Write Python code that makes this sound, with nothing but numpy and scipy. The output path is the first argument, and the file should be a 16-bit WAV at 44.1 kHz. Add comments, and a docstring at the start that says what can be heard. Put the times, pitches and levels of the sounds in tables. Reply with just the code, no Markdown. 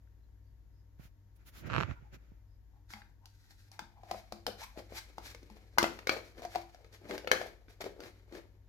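"""Plastic lid pressed onto a tub

A hand picks up a thin plastic lid and presses it round the rim of a thin plastic tub on a stone counter.
Rim snaps are decaying modes and noise bursts; rubs and lid shudders are resonant grit; the counter knocks.
The hand-held microphone's case creaks once, by slip impulses; bumps, rumble and rustle come with the grip.
Appliance hum is sines, room air is shaped noise; a small hard room answers, heard by two microphone ports."""
import sys
import numpy as np
from scipy import signal
from scipy.fft import rfft, irfft, next_fast_len
from scipy.io import wavfile
from scipy.ndimage import map_coordinates

SR = 44100
rng = np.random.default_rng(int(sys.argv[2]) if len(sys.argv) > 2 else 0)


def level_to_linear(level):
    """Convert decibel levels to linear amplitude factors, elementwise."""
    exponent = np.asarray(level, float) / 20
    return 10 ** exponent


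def put_to_file(sound):
    """Save the sound as 16-bit audio at rate SR, in the file named by the first command-line argument."""
    columns = np.atleast_2d(sound).T  # one column per channel
    safe = np.clip(columns, -1, 1)
    whole_steps = np.round(safe * 32767)
    wavfile.write(sys.argv[1], SR, whole_steps.astype(np.int16))


N = 382788

# Modes of the thin wall of tub and lid. Each row: frequency in Hz, relative level in dB, t60 in s.
WALL_MODES = [(810, -5, 0.016), (1000, -3, 0.01), (1277, -0.5, 0.013), (1477, 2, 0.018), (1657, 3, 0.011),
              (1880, 1, .012), (2177, 0.5, 0.019), (2550, -3.5, 0.016), (2750, -7, .009),
              (3140, -7.5, 0.021), (3547, -10, 0.028), (4376, -10.5, 0.043)]
# Left-right likeness of diffuse sound. Each row: frequency in Hz, likeness from 0 to 1.
LIKENESS = [(60, 0.93), (300, 0.73), (1000, 0.24), (4000, 0)]


def unit(x):
    """Scaled to rms 1."""
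    return x / np.sqrt(np.mean(x ** 2) + 1e-20)


def along(points, hz):
    """(Hz, value) points interpolated on a log frequency axis."""
    f, v = np.transpose(points)
    return np.interp(np.log(hz + 1), np.log(f + 1), v)


def curves(rows):
    """One value per sample for each column after the time."""
    s, *cols = np.transpose(rows)
    return [np.interp(np.arange(N) / SR, s, c) for c in cols]


def wobble(knots_per_s):
    """A smooth random curve through normal-distributed knots."""
    knots = rng.standard_normal(int(N * knots_per_s / SR) + 4)
    return map_coordinates(knots, [np.arange(N) * knots_per_s / SR])


def filtered(x, response):
    """x times a complex response of frequency."""
    m = next_fast_len(N + 8192)
    return irfft(rfft(x, m) * response(np.fft.rfftfreq(m, 1 / SR)), m)[..., :N]


def resonant(x, peaks):
    """x through parallel (Hz, width Hz, dB) resonances of alternating sign."""
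    def response(f):
        return sum((-1) ** k * level_to_linear(db) * 1j * f * w / (c * c - f * f + 1j * f * w)
                   for k, (c, w, db) in enumerate(peaks))
    return filtered(x, response)


def coloured(x, spectrum):
    """x shaped by (Hz, dB) points, rms 1."""
    return unit(filtered(x, lambda hz: level_to_linear(along(spectrum, hz))))


def grit(rate, spread_db, smooth):
    """Tiny slips of uneven size at random moments, rate a second, on a share of smooth noise."""
    occurs = rng.random(N) < rate / SR
    slips = occurs * level_to_linear(spread_db * rng.exponential(1, N)) * rng.choice([-1, 1], N)
    return unit(unit(slips) + smooth * rng.standard_normal(N))


def strokes(middle_s, half_s, level_db):
    """Envelope of overlapping bell-shaped strokes; their powers add."""
    t = np.arange(0, N, 32) / SR
    bells = np.exp(-((t[:, None] - middle_s) / half_s) ** 2)
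    return np.interp(np.arange(N) / SR, t, np.sqrt(bells ** 2 @ level_to_linear(2 * level_db)))


def ports(x, left_lag_s, tilt):
    """One source at two ports: a delay and a left-over-right tilt (Hz, dB), half on each side."""
    side = np.array([[1], [-1]])

    def response(hz):
        return level_to_linear(side * along(tilt, hz) / 2) * np.exp(-1j * np.pi * side * hz * left_lag_s)
    return filtered(x, response)


def hum():
    """Appliance tones with slight level drift and motor lines that change with load; close pairs beat."""
    # Each entry: steady tone frequency in Hz.
    tone_hz = [42.5, 97.5, 99.95, 124.4, 85.1, 299.8, 926, 1098]
    # Each row, one per tone: left rms in dB, right rms in dB, before drift.
    tone_db = [(-58, -66.5), (-61.5, -71.5), (-75.5, -65.5), (-78.5, -81.5), (-76.5, -71.5), (-84, -93.5),
               (-88.5, -96.5), (-100, -99)]
    # Each row: time in s, first line in Hz, first level in dB, second level in dB; levels before the tilt.
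    load = [(0, 58.67, -55, -84), (1, 57.73, -57, -73), (1.3, 56.6, -62, -71), (2, 55.9, -52, -76.5),
            (2.6, 55.75, -56.5, -85), (3.5, 55.72, -67.5, -78), (5, 55.8, -54.5, -66),
            (6.5, 57.14, -60, -100.5), (8.68, 55.7, -61.5, -67)]
    second_hz, tilt_db = 62.1, np.array([[2.2], [-2.2]])
    t = np.arange(N) / SR
    first_hz, first_db, second_db = curves(load)
    tones = sum(level_to_linear(np.array(db)[:, None] + 0.64 * wobble(1.8)) * np.sin(2 * np.pi * (hz * t + rng.random()))
                for hz, db in zip(tone_hz, tone_db))
    first = level_to_linear(first_db) * np.sin(2 * np.pi * np.cumsum(first_hz) / SR)
    second = level_to_linear(second_db) * np.sin(2 * np.pi * second_hz * t)
    return np.sqrt(2) * (tones + (first + second) * level_to_linear(tilt_db))


def air():
    """Room air and microphone hiss: shaped noise, partly shared by the ports in the bass."""
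    # Each row: frequency in Hz, relative density in dB per Hz.
    air_colour = [(21, -35), (36, 2.5), (70, -6), (238, -24), (292, -21.5), (340, -27), (749, -34.5),
                  (919, -36.5), (1190, -41), (1780, -36.5), (2550, -45.5), (7070, -46.5), (8670, -63.5),
                  (12700, -42.5), (16000, -63)]

    def mid_side(hz):
        angle = np.arccos(np.clip(along(LIKENESS, hz), -1, 1)) / 2
        return level_to_linear(along(air_colour, hz)) * [np.cos(angle), np.sin(angle)]
    mid, side = filtered(rng.standard_normal((2, N)), mid_side)
    level = level_to_linear(-62.5 + 0.4 * wobble(4.4))
    return level * unit(np.array([mid + side, mid - side])) * level_to_linear([[1.5], [-1.5]])


def whistles():
    """Faint short whistles and squeaks: narrow bands of noise that swell and fade."""
    # Each row: middle in s, half length in s, centre in Hz, level in dB.
    calls = [(.24, .04, 4080, -91), (0.477, .05, 4630, -89), (0.783, .05, 5050, -85),
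             (1.975, .015, 964, -64.5), (2.064, 0.039, 837, -68.5), (1.949, .06, 1400, -66),
             (2.532, .05, 5000, -84.5)]
    return sum(strokes(np.array([s]), half_s, np.array([db]))
               * unit(resonant(rng.standard_normal((2, N)), [(hz, 0.022 * hz, 0)]))
               for s, half_s, hz, db in calls)


def grip():
    """The case creaks in short slips by the right port; bumps and rumble go through it, cloth and skin rustle."""
    # Grip shifts. Each row: middle in s, half length in s, rustle in dB, firmness in dB.
    shifts = [(1.006, 0.014, -70, 4), (1.041, 0.037, -68, -1), (1.366, .011, -83, -12),
              (1.416, 0.027, -77, 4.5), (1.482, .02, -62, -4.5), (1.578, 0.043, -60.5, -0.5),
              (1.664, 0.038, -67, 21.5), (1.671, 0.012, -58.5, 3.5), (1.742, 0.047, -60.5, 22.5),
              (1.795, .05, -56, 19.5), (1.899, .037, -62.5, 16.5), (1.99, 0.1, -80, 13.5),
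              (2.145, 0.02, -65, 8.5), (2.223, 0.18, -83.5, 9.5)]
    # Distinct case slips. Each row: time in s, impulse height in dB.
    distinct_slips = [(1.7012, -25.5), (1.7338, -20.5), (1.74, -18.5), (1.7492, -20), (1.7553, -20),
                      (1.7641, -13.5), (1.7746, -23.5), (1.7822, -15), (1.7876, -22), (1.8041, -19.5),
                      (1.81, -16), (1.8267, -22.5), (1.8341, -18.5), (1.912, -31)]
    # Case shell, one mode rings on. Each row: frequency in Hz, width in Hz, level in dB.
    shell = [(1295, 850, 23.5), (1480, 59, 17), (2380, 690, 13), (5000, 2000, -6.5)]
    # Fingertips bump the case by the right port. Each row: time in s, level in dB, pitch in Hz, t60 in s.
    fingertips = [(0.9962, -31.5, 130, 0.028), (1.053, -37.5, 107, 0.033), (1.836, -25, 96.7, 0.13),
                  (1.889, -26.5, 78, 0.13), (1.915, -20.5, 85, 0.022), (2.025, -38, 119, 0.044),
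                  (2.168, -42, 146, 0.042), (2.319, -35.5, 148, 0.018)]
    # Rumble through the case. Each row: frequency in Hz, relative density in dB per Hz.
    thud_colour = [(24, -35.5), (40, -11), (124, 3.5), (204, -8.5), (371, -9.5), (407, -17.5), (528, -13.5),
                   (900, -27.5), (1170, -54), (1980, -120)]
    # Scuff, rustle and finest whisper. Each row: frequency in Hz, relative density in dB per Hz.
    scuff_colour = [(350, -32.5), (600, -2.5), (1100, -4.5), (1400, 3.5), (1750, 0), (2390, 0), (2910, -10),
                    (4000, -21.5), (5200, -40), (8800, -120)]
    rustle_colour = [(1760, -3.5), (3000, 0.5), (6360, -3), (7340, -4.5), (8000, -28), (10400, -54),
                     (17600, -120)]
    finest_colour = [(5000, -19), (8500, -10), (9080, -4.5), (12500, 1.5), (14900, -2), (16000, -6)]
    creak_s, creak_half_s, creak_db, slip_gap_s = 1.712, 0.018, -28, 0.006
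    # a firm grip rumbles and scuffs, a light one whispers; slopes in dB per dB of firmness
    scuff_grows, finest_db, finest_fades = 0.58, -5.5, 0.78

    middle_s, half_s, rustle_db, firm_db = np.transpose(shifts)
    slips, bumps, t = np.zeros(N), np.zeros(N), np.arange(SR // 4) / SR

    # slips at uneven gaps, then the distinct ones
    jitter, size = rng.random((2, 41))
    s = creak_s + slip_gap_s * (np.arange(-20, 21) + jitter - 0.5)
    swell = np.exp(-((s - creak_s) / creak_half_s) ** 4)
    slips[np.round(s * SR).astype(int)] = level_to_linear(creak_db + 9.9 * (size - 0.5)) * swell
    s, db = np.transpose(distinct_slips)
    slips[np.round(s * SR).astype(int)] = level_to_linear(db)
    creak = filtered(resonant(slips, shell), lambda f: 1 / (1 + 1j * f / 4600) ** 5)  # a slip is not instant
    creak = ports(creak, left_lag_s=0.000726, tilt=[(300, -19.5), (1300, -5.0), (3000, -5.5), (8000, -8.5)])
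    jolts = resonant(slips, [(130, 64, 16.0)])  # every slip also jolts the whole case

    for s, db, hz, t60 in fingertips:
        bumps[round(s * SR):][:len(t)] += level_to_linear(db - 60 * t / t60) * np.sin(2 * np.pi * hz * t)

    def layer(level_db, colour):
        return strokes(middle_s, half_s, level_db) * coloured(rng.standard_normal((2, N)), colour)
    rumble = level_to_linear(1.4 * wobble(29.67)) * layer(rustle_db + firm_db, thud_colour)
    scuff = layer(rustle_db + scuff_grows * firm_db, scuff_colour)
    rustle = layer(rustle_db, rustle_colour)
    finest = layer(rustle_db + finest_db - finest_fades * firm_db, finest_colour)
    rustle = level_to_linear(2.5 * wobble(27)) * (rustle + finest * level_to_linear([[-4], [5]]))
    handling = (rumble + jolts) * level_to_linear([[-9], [5.5]]) + bumps * level_to_linear([[-18], [0]]) + rustle
    return creak + scuff, handling


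def knocks():
    """The counter top knocks dully under lid and tub: one low decaying mode."""
    # Each row: time in s, level in dB, t60 in s.
    blows = [(2.934, -53.5, 0.24), (3.82, -36.5, 0.019), (4.324, -45.5, 0.15), (4.471, -49, 0.24),
             (5.505, -51.5, 0.17), (7.842, -49, 0.087)]
    out, t = np.zeros(N), np.arange(SR // 5) / SR
    tone = np.sin(2 * np.pi * 213 * t) * (1 - np.exp(-t / 0.0023))
    for s, db, t60 in blows:
        out[round(s * SR):][:len(t)] += level_to_linear(db - 60 * t / t60) * tone
    return out


def rubbing():
    """Rubs and lid shudders: slow slips sound in the hollow, faster in the wall, finest as hiss; dents tick."""
    # Finger strokes, and shudders of the lid settling after a snap.
    # Each row: middle in s, half length in s, pressure in dB, speed in dB.
    rubs_and_shudders = [(2.761, 0.038, -85, -6), (2.924, .023, -52.5, 14), (2.974, 0.038, -62.5, 3),
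                         (3.064, 0.058, -76.5, 4), (3.253, 0.03, -77.5, -9), (3.514, 0.024, -65, 12),
                         (3.611, 0.037, -74.5, 26), (3.745, 0.025, -62, 4.5), (3.84, 0.047, -78.5, -12.5),
                         (3.983, 0.034, -77, -13), (4.086, 0.046, -61, 0), (4.14, 0.01, -53, 0),
                         (4.181, 0.034, -59.5, 10), (4.484, 0.01, -45.5, -9.5), (4.611, .02, -47, 5),
                         (4.638, 0.012, -44.5, 8), (4.786, 0.02, -50.5, -1), (4.921, .03, -56.5, 1),
                         (4.975, .02, -43, 14.5), (5.274, 0.043, -50, 12.5), (5.851, .027, -52, -4.5),
                         (5.946, 0.059, -59.5, 0.5), (6.13, 0.021, -42.5, -1), (6.163, .047, -50.5, -2),
                         (6.271, .049, -61, 4.5), (6.404, 0.0324, -58.5, -2.5), (6.441, .02, -54, -3),
                         (6.558, .055, -53.5, 7.5), (6.734, 0.044, -66.5, 3), (6.947, 0.021, -58.5, 6.5),
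                         (7.056, .037, -59.5, -5.5), (7.111, 0.025, -48, -3.5), (7.149, .015, -46.5, -2.5),
                         (7.224, .035, -62.5, -7), (7.335, 0.013, -41.5, -4.5), (7.428, .064, -51.5, -1),
                         (7.717, 0.024, -58.5, 3), (7.817, 0.0103, -44, 2), (7.867, 0.018, -51, -4.5),
                         (7.996, 0.023, -66.5, -12), (8.058, 0.038, -53.5, -0.5), (8.355, 0.041, -56, -3.5),
                         (8.39, .014, -61.5, -9)]
    # Resting fingers creep in between. Each row: time in s, pressure in dB before wobble, speed in dB.
    creep = [(3.2, -100, 20), (3.28, -73.5, 19), (3.68, -80.5, 19), (3.8, -78, -1), (4.4, -72.5, 4.5),
             (5.2, -69.5, 5), (5.6, -69, 0.5), (7.6, -74.5, -2), (8.2, -71.5, 0.5), (8.65, -84, -3.5)]
    # The gap under the lid opens and closes. Each row: time in s, hollow pitch in Hz.
    hollow_pitch = [(3.0, 850), (3.95, 835), (4.14, 700), (4.4, 660), (4.49, 430), (4.6, 548), (4.64, 1000),
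                    (4.8, 600.5), (4.92, 480), (4.98, 900), (5.1, 330), (6.0, 370), (6.13, 620), (6.2, 480),
                    (6.4, 340), (6.45, 680), (6.72, 750), (6.86, 460), (7.1, 280), (7.15, 470), (7.9, 450),
                    (8.06, 340), (8.6, 390)]
    # The lid alone, free to ring. Each row: frequency in Hz, width in Hz, level in dB.
    lid_modes = [(1392, 150, -1.5), (1570, 53, 4.5), (1864, 200, -0.5), (2340, 600, -13.5)]
    # Skin hiss. Each row: frequency in Hz, relative density in dB per Hz.
    skin_colour = [(1470, -32.5), (2500, 0.5), (2850, -7), (3980, 2.5), (5830, -0.5), (7130, -5),
                   (9580, -12), (11700, -7), (15200, -21.5), (16000, -26)]
    lid_on_s, tick_db = 3.68, -7
    # levels over the wall in dB; slopes in dB per dB of speed
    hollow_db, hollow_fades, hiss_db, hiss_grows = 3.5, 1, -4.5, 0.34

    middle_s, half_s, pressure_db, speed_db = np.transpose(rubs_and_shudders)
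    rest_db, creep_db = curves(creep)
    rest_db = rest_db + 1.7 * wobble(9)

    def under(db, grows):
        moving = strokes(middle_s, half_s, pressure_db + grows * speed_db)
        return level_to_linear(db) * np.hypot(moving, level_to_linear(rest_db + grows * creep_db))

    # hollow: a moving resonance; the open gap rings higher and cleaner than the closed tub
    hz, t, z = signal.stft(grit(rate=300, spread_db=2.5, smooth=0.7), SR, nperseg=512)
    centre = np.interp(t, *np.transpose(hollow_pitch))
    f, width = hz[:, None], 330 * (450 / centre) ** 0.7
    gain = (f * width / np.abs(centre ** 2 - f * f + 1j * f * width)) ** 2 / np.sqrt(width)
    hollow = signal.istft(z * gain, SR, nperseg=512)[1][:N]

    # the ports hear different parts of the wall
    shared = grit(rate=440, spread_db=3.0, smooth=0.41)
    apart_hiss = rng.standard_normal((2, N))
    apart = np.array([grit(rate=350, spread_db=2.5, smooth=0.79) for _ in range(2)])
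    shared = shared + level_to_linear(tick_db) * grit(rate=61, spread_db=2.5, smooth=0)
    wall = resonant(shared + 0.89 * apart, [(c, 300, db) for c, db, _ in WALL_MODES])
    lid = resonant(shared + 0.59 * apart, lid_modes)
    wall = np.where(np.arange(N) < lid_on_s * SR, unit(lid), unit(wall))

    hiss = coloured(grit(rate=1400, spread_db=2.0, smooth=1.0) + apart_hiss, skin_colour)
    flutter = level_to_linear(2.6 * wobble(60) - 3)  # the finger catches and lets go
    return flutter * (under(hollow_db, -hollow_fades) * unit(hollow) + under(0, 0) * wall
                      + under(hiss_db, hiss_grows) * hiss)


def snaps():
    """Each snap pops the trapped air, pushes the base, rings and buzzes the wall, and cracks."""
    # Each row: start in s, strength in dB, air pop pitch in Hz, pop over wall ring in dB,
    # crack over wall ring in dB; levels before the layer gains.
    rim_snaps = [(2.9041, -47, 330, -16, -7), (2.936, -32, 830, -21, -14), (3.0185, -43.5, 856, -18, -22),
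                 (3.2567, -56.5, 770, -17, 9), (3.5076, -58.5, 748, -11, 4),
                 (3.7162, -62.5, 800, 5.5, 13.5), (3.792, -32.5, 870, -4, -5.5), (4.0335, -56, 730, 11, -4),
                 (4.1004, -57.5, 650, 8, -4), (4.1119, -33.5, 731, 5.5, -2), (4.1457, -49, 679, 15, -16),
                 (4.323, -40, 700, 8, 0.5), (4.466, -28, 812, -3, 0), (4.7748, -43, 392, 6.5, -16),
                 (4.7915, -45, 490, 3, -8), (4.9225, -49.5, 472, 12, -14), (5.1819, -41.5, 843, 9.5, -3.5),
                 (5.3472, -41.5, 490, -6, -4), (5.4296, -58, 340, 8.5, 1.5), (5.5, -56, 880, 4, -1),
                 (5.7761, -37.5, 787, 9.5, -23.5), (5.7837, -12.5, 990, -2.5, -4),
                 (5.8284, -23.5, 395, 3.5, 0.5), (5.8412, -19.5, 714, 0, -15),
                 (5.9895, -35, 495, -16, -11.5), (6.0708, -22, 490, -10.5, -6),
                 (6.0931, -12.5, 340, -16, -13.5), (6.3788, -46.5, 527, -4.5, -10),
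                 (6.42, -46.5, 679, 5.5, -1), (6.4501, -36.5, 710, 4, -6), (6.55, -37.5, 720, 4.5, -3.5),
                 (6.557, -30.5, 740, 6.5, -5.5), (6.7463, -55, 710, 5, 0), (6.8447, -50.5, 474, -4.5, -8),
                 (6.9275, -56.5, 480, -9, 0), (7.0549, -51.5, 330, 4.5, -11),
                 (7.0962, -53, 692, 13.5, -0.5), (7.1094, -29.5, 260, -16, -11),
                 (7.1789, -33.5, 490, -8, -4.5), (7.2454, -42.5, 550, 4.5, -13),
                 (7.2735, -23.5, 503, -8, -13.5), (7.315, -8, 519, -15.5, -9.5),
                 (7.4138, -28, 649, -3.5, -14.5), (7.6824, -46, 320, -8.5, -26),
                 (7.8076, -38, 610, -11, -3.5), (7.8122, -50.5, 676, 14.5, -0.5),
                 (7.8412, -36, 427, 0, -8.5), (7.9639, -58, 444, 10.5, -19), (8.004, -44.5, 428, -6, -1.5),
                 (8.0359, -43.5, 538, -6.5, -8.5), (8.324, -47, 334, 3, -8), (8.3505, -45.5, 371, 4.5, -4)]
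    # The firmer the palm lies on the lid, the shorter the pop. Each row: time in s, pop t60 in s.
    palm = [(2.9, .045), (3.8, .022), (4.12, .03), (4.3, .012), (5.2, .01), (5.4, .028), (5.8, .01),
            (6.07, .028), (6.6, .03), (7.05, .016), (7.31, 0.028), (7.45, .019), (8.0, .015), (8.35, .04)]
    # Cracks. Each row: frequency in Hz, relative density in dB per Hz.
    crack_colour = [(1470, -31), (2500, -6), (2920, -8), (4580, 0), (5030, 0), (6350, -5.5), (7890, -14),
                    (13700, -18), (15200, -29), (16000, -34)]
    # Counter and tub base under a push. Each row: frequency in Hz, width in Hz, level in dB.
    base_modes = [(206.5, 12, -1.5), (340, 7.1, 8.5), (505, 13, -7.5)]
    bend_db = 2.5

    out, cracks, buzz = np.zeros((3, 2, N + SR))
    pushes, t = np.zeros(N), np.arange(SR // 10) / SR
    chance = rng.standard_normal((len(rim_snaps), len(WALL_MODES), 5))
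    noise = rng.standard_normal((len(rim_snaps), 3, len(t)))
    for (s, ring_db, pop_hz, air_db, edge_db), draw, hiss in zip(rim_snaps, chance, noise):
        pop_db, crack_db = ring_db + air_db, ring_db + edge_db
        i = round(s * SR)
        span = slice(i, i + len(t))

        life = t / max(np.interp(s, *np.transpose(palm)), 0.004)
        overtone_hz = pop_hz * (1.277 + 0.081 * draw[0, 2])
        pop = np.sin(2 * np.pi * pop_hz * t) + 0.25 * np.sin(2 * np.pi * overtone_hz * t)
        pop = level_to_linear(pop_db - 60 * life) * pop * (1 - np.exp(-life / 0.031))  # long pops swell slower

        # the wall is bent differently each time and per port: modes shift and change strength
        ring = 0
        for (hz, db, t60), mode in zip(WALL_MODES, draw):
            level = level_to_linear(ring_db + db + bend_db * mode[:2, None] - 60 * t / t60)
            ring = ring + level * np.sin(2 * np.pi * hz * (1 + 0.071 * mode[2]) * t + 1.81 * mode[3:, None])
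        ring = ring * (1 - np.exp(-t / (0.0002 * level_to_linear(-0.6 * edge_db))))  # a blunt snap starts softer
        out[:, span] += 1.91 * pop + 0.39 * ring

        decay = level_to_linear(-60 * t / 0.008) + 0.19 * level_to_linear(-60 * t / 0.045)
        onset = 1 - np.exp(-t / (0.00066 * level_to_linear(-0.4 * edge_db)))
        cracks[:, span] += level_to_linear(crack_db) * (hiss[2] + 1.22 * hiss[:2]) * decay * onset

        # the bent wall also buzzes between its modes
        reversed_noise = (hiss[:2] + hiss[2])[:, ::-1]
        buzz[:, span] += level_to_linear(ring_db - 60 * t / 0.02) * reversed_noise * (1 - np.exp(-t / 0.00085))

        pushes[i] = level_to_linear(pop_db - 3.2 * np.log2(pop_hz / 450))  # a deeper pop means a firmer push on the base
    impulse_rms = np.sqrt(np.mean(level_to_linear(2 * along(crack_colour, np.linspace(0, SR / 2, 999)))))
    crack = filtered(cracks[:, :N], lambda hz: level_to_linear(along(crack_colour, hz))) / impulse_rms
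    buzz = resonant(buzz[:, :N], [(c, 450, db) for c, db, _ in WALL_MODES])
    return out[:, :N] + buzz + 0.99 * crack + level_to_linear(32.5) * resonant(pushes, base_modes)


def room(x):
    """The walls answer by decaying noise; as the hand moves, each quarter second gets its own tail."""
    # Each row: frequency in Hz, t60 in s.
    decay_times = [(200, 0.46), (530, 0.25), (1400, 0.33), (3700, 0.32), (9700, 0.29)]
    step, delay, out = SR // 4, 90, np.zeros((2, N + SR))  # samples
    for i in range(0, N, step):
        hz, t, z = signal.stft(rng.standard_normal((2, SR // 2)), SR, nperseg=256)
        first, second = z * level_to_linear(-60 * t / along(decay_times, hz)[:, None])
        alike = np.clip(along(LIKENESS, hz), 0, 1)[:, None]
        pair = [first, alike * first + np.sqrt(1 - alike ** 2) * second]
        tail = signal.istft(pair, SR, nperseg=256)[1]
        wet = signal.fftconvolve(x[:, i:i + step], tail / np.linalg.norm(tail[0]), axes=1)
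        out[:, i + delay:i + delay + wet.shape[1]] += wet
    return out[:, :N]


def scene():
    """Tub and creak in the room, over grip noise, hum, air and whistles."""
    # Left over right for the tub. Each row: frequency in Hz, tilt in dB.
    tub_tilt = [(200, 5), (700, 5), (2400, 3.5), (8000, 0), (15000, -15.5)]
    tub = ports(snaps() + rubbing() + knocks(), left_lag_s=-0.00016, tilt=tub_tilt)
    creak, handling = grip()
    wet = level_to_linear(-5.5) * room(tub + 0.22 * creak)
    return tub + creak + wet + handling + hum() + air() + whistles()


def low_pass(x):
    """Removes everything above the highest recorded frequency."""
    return signal.sosfilt(signal.butter(12, 16510, fs=SR, output="sos"), x)


def record(dry):
    """The microphone cuts the deepest bass: three first-order high-passes at 33 Hz."""
    mix = filtered(dry, lambda f: (1j * f / (33 + 1j * f)) ** 3)
    return low_pass(mix)


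dry = scene()
out = record(dry)
put_to_file(out)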